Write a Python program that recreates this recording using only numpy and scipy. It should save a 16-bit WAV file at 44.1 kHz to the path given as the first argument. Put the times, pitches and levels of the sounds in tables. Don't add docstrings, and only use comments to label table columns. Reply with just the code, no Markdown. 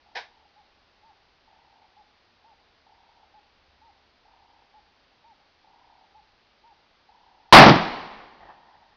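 import sys
import numpy as np
from scipy import signal
from scipy.fft import rfft, irfft, next_fast_len
from scipy.io import wavfile

SR = 44100
rng = np.random.default_rng(int(sys.argv[2]) if len(sys.argv) > 2 else 0)


def generate_wav(signal):
    frames = np.transpose(np.atleast_2d(signal))
    scaled = np.clip(frames, -1, 1) * 32767
    pcm = np.round(scaled).astype(np.int16)
    wavfile.write(sys.argv[1], SR, pcm)


N = 395224

# frequency in Hz, relative density in dB per Hz.
HISS_SPECTRUM = [(25, 5), (70, 6.5), (130, -2), (250, 0.5), (500, 0.5), (820, 3.5), (1300, -0.5),
                 (2500, -2.5), (4800, -4), (5400, -10), (6200, -10.5)]
HISS_DB = -63.5
# frequency in Hz, relative density in dB per Hz.
DRONE_SPECTRUM = [(50, -24.5), (63, -17), (70, 11), (79, -13), (97, 0), (115, -18), (160, -35.5)]
# crest in seconds, half width (to 1/e) in seconds, level in dB.
DRONE_SWELLS = [(.1, 0.77, -80), (3.8, 0.96, -75), (6.15, 0.34, -76.5)]

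# starts of long coo, rolled note and short coo in seconds, level in dB.
DOVE_PHRASES = [(-.38, 0.055, .555, -60.5), (1.024, 1.471, 1.961, -58), (2.438, 2.859, 3.334, -58),
                (3.81, 4.247, 4.734, -57.5), (5.236, 5.64, 6.142, -56.6), (6.633, 7.086, 7.6, -56),
                (8.047, 8.485, 8.97, -58.5)]
LONG_COO_S, LONG_TOP_HZ, LONG_FALL_HZ = .102, 912, 211
SHORT_COO_S, SHORT_TOP_HZ, SHORT_FALL_HZ = .066, 858, 110
PURR_HZ, PURR_PAUSE_S = 885, .095
PURR_DB, SHORT_COO_DB = -0.1, 1.6
PITCH_RISE_PER_S = .005

# frequency in Hz, relative density in dB per Hz.
CHUFF_SPECTRUM = [(150, -36), (320, -25), (490, -6.5), (610, -10.5), (780, 2.5), (930, -1.5), (1050, -9.5),
                  (1280, -16.5), (1580, -2), (2500, -8), (2850, -13), (3700, -12), (5200, -13.5),
                  (6300, -21)]
# frequency in Hz, relative density in dB per Hz.
CHUFF_RING_SPECTRUM = [(2800, -35), (3080, -25), (3180, -3), (3300, -18), (3700, -7), (3850, -4),
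                       (4100, -22), (4800, -35)]
CHUFF_S, CHUFF_DB, CHUFF_ATTACK_S, CHUFF_HOLD_S, CHUFF_T60_S = 0.15, -32.5, 0.0042, 0.024, 0.23

# frequency in Hz, relative density in dB per Hz.
SCATTER_SPECTRUM = [(25, -15.5), (70, -20), (140, 4), (230, 1), (330, 2), (460, -3), (720, 3.5), (1200, 0),
                    (1550, -5), (2000, -6), (2800, -11), (4700, -14.5), (6000, -24.5)]
# frequency in Hz, relative level in dB,
# decay time t60 in seconds.
HOLLOW_MODES = [(134, -7, 0.33), (171, -2, 0.29), (214, 2.5, 0.29), (316, -10.5, 0.38)]
SHOT_S, SHOT_DB, SHOT_T60_S = 7.525, 10.5, 0.42
# arrival in seconds, level in dB.
ECHOES = [(7.567, 8), (7.5975, -1.1), (7.622, -1.3), (7.663, -2.5), (7.6823, -5), (7.694, -5),
          (7.758, -18.5)]
ECHO_T60_S, ECHO_BASS_T60_S = .058, .17
FRONT_DB, FRONT_S, BOOM_DB = 9.5, .00024, -12.5
BASS_DB, BASS_DB_PER_S = -6, 50.5

# frequency in Hz, relative density in dB per Hz.
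ROLL_SPECTRUM = [(25, -8), (70, -10.5), (130, -10), (220, -4.5), (330, -4), (560, -6), (820, 2),
                 (1100, -2.5), (1500, -8), (1850, -5.5), (2600, -9.5), (4500, -13), (6000, -24)]
ROLL_LAG_S, ROLL_RISE_S, ROLL_T60_S, ROLL_DB = 0.12, .017, 1.251, -18

# start in seconds, level in dB.
CLEAR_SCUFFS = [(8.405, -47), (8.427, -46.5), (8.452, -46), (8.485, -44), (8.499, -45)]
# frequency in Hz, relative density in dB per Hz.
SCUFF_SPECTRUM = [(100, -10), (400, -16), (620, -5), (830, 4.5), (1050, -4.5), (1450, -13.5), (1850, -5.5),
                  (2300, -27), (3200, -24), (5000, -46)]
SCUFF_T60_S = 0.17
SMALL_SCUFFS_PER_S, SMALL_SCUFF_DB = 19, -58

CUTOFF_HZ = 15700


def from_db(db):
    return 10 ** (np.asarray(db) / 20)


def rms_one(x):
    return x / np.sqrt(np.mean(x ** 2) + 1e-20)


def clock():
    return np.arange(N) / SR


def add(track, start, sound):
    i = round(start * SR)
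    sound, i = sound[max(-i, 0):], max(i, 0)
    track[i:i + len(sound)] += sound[:max(N - i, 0)]


def butter(x, edge_hz, kind, order=2):
    sections = signal.butter(order, edge_hz, kind, fs=SR, output="sos")
    return signal.sosfilt(sections, x + 1e-18)


def noise(spectrum):
    hz, db = np.transpose(spectrum)
    size = next_fast_len(N)
    bins = np.maximum(np.arange(size // 2 + 1) * SR / size, 1)
    gain = from_db(np.interp(np.log(bins), np.log(hz), db)) * (bins > 15)
    gain = gain / (1 + (bins / hz[-1] / 1.15) ** 16)
    return rms_one(irfft(rfft(rng.standard_normal(size)) * gain)[:N])


def dying(start, t60, rise):
    out, age = np.zeros(N), np.arange(2 * SR) / SR
    decay = np.exp(-np.minimum(np.log(1000) * age / t60, 40))
    add(out, start, (1 - np.exp(-age / rise)) * decay)
    return out


def held(start, attack, hold, t60):
    age = np.maximum(clock() - start, 0)
    release = from_db(-60 * np.clip((age - hold) / t60, 0, 4))
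    return (1 - np.exp(-age / attack)) * release


def air():
    swells = sum(from_db(db) * np.exp(-((clock() - crest) / width) ** 2)
                 for crest, width, db in DRONE_SWELLS)
    return from_db(HISS_DB) * noise(HISS_SPECTRUM) + noise(DRONE_SPECTRUM) * swells


def coo(length, top_hz, fall_hz, rise_hz=135, crest=.42, edge=.008):
    age = np.arange(int(length * SR)) / SR
    along = age / length
    climb = rise_hz * (1 - along / crest) ** 2
    fall = fall_hz * ((along - crest) / (1 - crest)) ** 2
    hz = top_hz - np.where(along < crest, climb, fall)
    swell = np.sin(np.pi / 2 * np.clip(np.minimum(age, length - age) / edge, 0, 1)) ** 2
    return np.sqrt(2) * swell * np.sin(2 * np.pi * np.cumsum(hz) / SR)


def purr(length, pitch_hz, arch_hz=70, uneven_db=1.0, accent_db=0.8, body_hz=760, body_db=6.0):
    pulses_per_s, pulse_length, jitter = 35.5, .019, .0018
    out = np.zeros(int((length + .05) * SR))
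    chance = rng.standard_normal((40, 3))
    ages = np.arange(0, length - pulse_length / 2, 1 / pulses_per_s)
    for age, (late, loud, sharp) in zip(ages, chance):
        hz = pitch_hz + arch_hz * np.sqrt(np.sin(np.pi * age / length)) + 20 * sharp
        pulse_db = accent_db * np.exp(-age / 0.045) + uneven_db * loud
        pulse = coo(pulse_length, hz, fall_hz=300, rise_hz=380, crest=.55, edge=.004)
        add(out, age + jitter * late, from_db(pulse_db) * pulse)
    body = signal.lfilter(*signal.iirpeak(body_hz, 7, fs=SR), out)
    return (out + from_db(body_db) * body) / 2


def dove(throat_low_hz=680):
    out = np.zeros(N)
    for long_at, purr_at, short_at, db in DOVE_PHRASES:
        pitch = 1 + PITCH_RISE_PER_S * long_at
        long_coo = coo(LONG_COO_S, pitch * LONG_TOP_HZ, LONG_FALL_HZ)
        rolled = purr(short_at - purr_at - PURR_PAUSE_S, pitch * PURR_HZ)
        short_coo = coo(SHORT_COO_S, pitch * SHORT_TOP_HZ, SHORT_FALL_HZ)
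        add(out, long_at, from_db(db) * long_coo)
        add(out, purr_at, from_db(db + PURR_DB) * rolled)
        add(out, short_at, from_db(db + SHORT_COO_DB) * short_coo)
    return butter(out, throat_low_hz, "high", order=6)


def far_off(x, echo_db=-16, wet_db=-5.5, wash_hz=840):
    ground_delay, bank_delay, wash_delay, t60 = .0048, .072, .025, .55
    ground_db = -17
    age = np.arange(SR * 3 // 4) / SR
    wash = rng.standard_normal(len(age)) * np.exp(-np.log(1000) * age / t60)
    wash = wash / np.linalg.norm(wash)
    washed = butter(signal.fftconvolve(x, wash)[:N], wash_hz, "low", order=8)
    out = x.copy()
    add(out, ground_delay, from_db(ground_db) * x)
    add(out, bank_delay, from_db(echo_db) * x)
    add(out, wash_delay, from_db(wet_db) * washed)
    return out


def chuff(ring_db=-46, ring_t60=0.35):
    ringing = from_db(ring_db) * noise(CHUFF_RING_SPECTRUM) * dying(CHUFF_S, ring_t60, .015)
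    envelope = held(CHUFF_S, CHUFF_ATTACK_S, CHUFF_HOLD_S, CHUFF_T60_S)
    return from_db(CHUFF_DB) * noise(CHUFF_SPECTRUM) * envelope + ringing


def ring(x, hz, t60):
    r, w = from_db(-60 / (t60 * SR)), 2 * np.pi * hz / SR
    return signal.lfilter([0, np.sin(w)], [1, -2 * r * np.cos(w), r * r], x + 1e-18)


def rifle(bass_edge_hz=360, rise=0.00056):
    fronts, pushes, crack_power, bass_power = np.zeros((4, N))
    age = np.arange(SR // 20) / SR
    front = (1 - age / FRONT_S) * np.exp(-age / FRONT_S)
    arrivals = [(SHOT_S, SHOT_DB, SHOT_T60_S, SHOT_T60_S)]
    arrivals += [(start, db, ECHO_T60_S, ECHO_BASS_T60_S) for start, db in ECHOES]
    for start, db, t60, bass_t60 in arrivals:
        bass_db = db + BASS_DB + BASS_DB_PER_S * (start - SHOT_S)
        add(fronts, start, from_db(db + FRONT_DB) * front)
        add(pushes, start, from_db([bass_db + BOOM_DB]))
        crack_power += (from_db(db) * dying(start, t60, rise)) ** 2
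        bass_power += (from_db(bass_db) * dying(start, bass_t60, rise)) ** 2
    scatter = noise(SCATTER_SPECTRUM)
    crack = butter(scatter, bass_edge_hz, "high", order=3) * np.sqrt(crack_power)
    bass = butter(scatter, bass_edge_hz, "low", order=3) * np.sqrt(bass_power)
    boom = sum(from_db(db) * ring(pushes, hz, t60) for hz, db, t60 in HOLLOW_MODES)
    return butter(fronts + crack + bass + boom, 54, "high", order=1)


def rolling_boom(patchy_db=0.4, air_hz=2200, dulling_db_per_s=14.0):
    boom = noise(ROLL_SPECTRUM)
    body = butter(boom, air_hz, "low", order=1)
    age = np.maximum(clock() - SHOT_S, 0)
    dulled = body + (boom - body) * from_db(-dulling_db_per_s * age)
    clumps = rms_one(butter(rng.standard_normal(N), 45, "low"))
    swell = dying(SHOT_S + ROLL_LAG_S, ROLL_T60_S, ROLL_RISE_S)
    return dulled * swell * from_db(ROLL_DB + patchy_db * clumps)


def scuffs(rise=0.0012, spread_db=2.0, rustle_db=-58, rustle_t60=4.95):
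    last_clear = CLEAR_SCUFFS[-1][0]
    small = []
    for k, (late, loud) in enumerate(rng.random((6, 2))):
        start = last_clear + (k + 1 + late - .5) / SMALL_SCUFFS_PER_S
        small.append((start, SMALL_SCUFF_DB + spread_db * (2 * loud - 1)))
    scrape_power = sum((from_db(db) * dying(start, SCUFF_T60_S, rise)) ** 2
                       for start, db in list(CLEAR_SCUFFS) + small)
    rustle = from_db(rustle_db) * dying(CLEAR_SCUFFS[0][0], rustle_t60, .03)
    return noise(SCUFF_SPECTRUM) * np.sqrt(scrape_power + rustle ** 2)


def scene():
    return (air() + far_off(dove()) + chuff() + rifle() + rolling_boom() + scuffs())[None]


def record(dry, input_top=0.86, band_hz=5700):
    narrow = butter(np.clip(dry, -input_top, input_top), band_hz, "low", order=10)
    narrow = signal.sosfilt(signal.ellip(8, .2, 70, 6700, fs=SR, output="sos"), narrow)
    clipped = np.clip(narrow, -1, 1)
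    return signal.sosfilt(signal.ellip(10, .1, 70, CUTOFF_HZ, fs=SR, output="sos"), clipped)


dry = scene()
out = record(dry)
generate_wav(out)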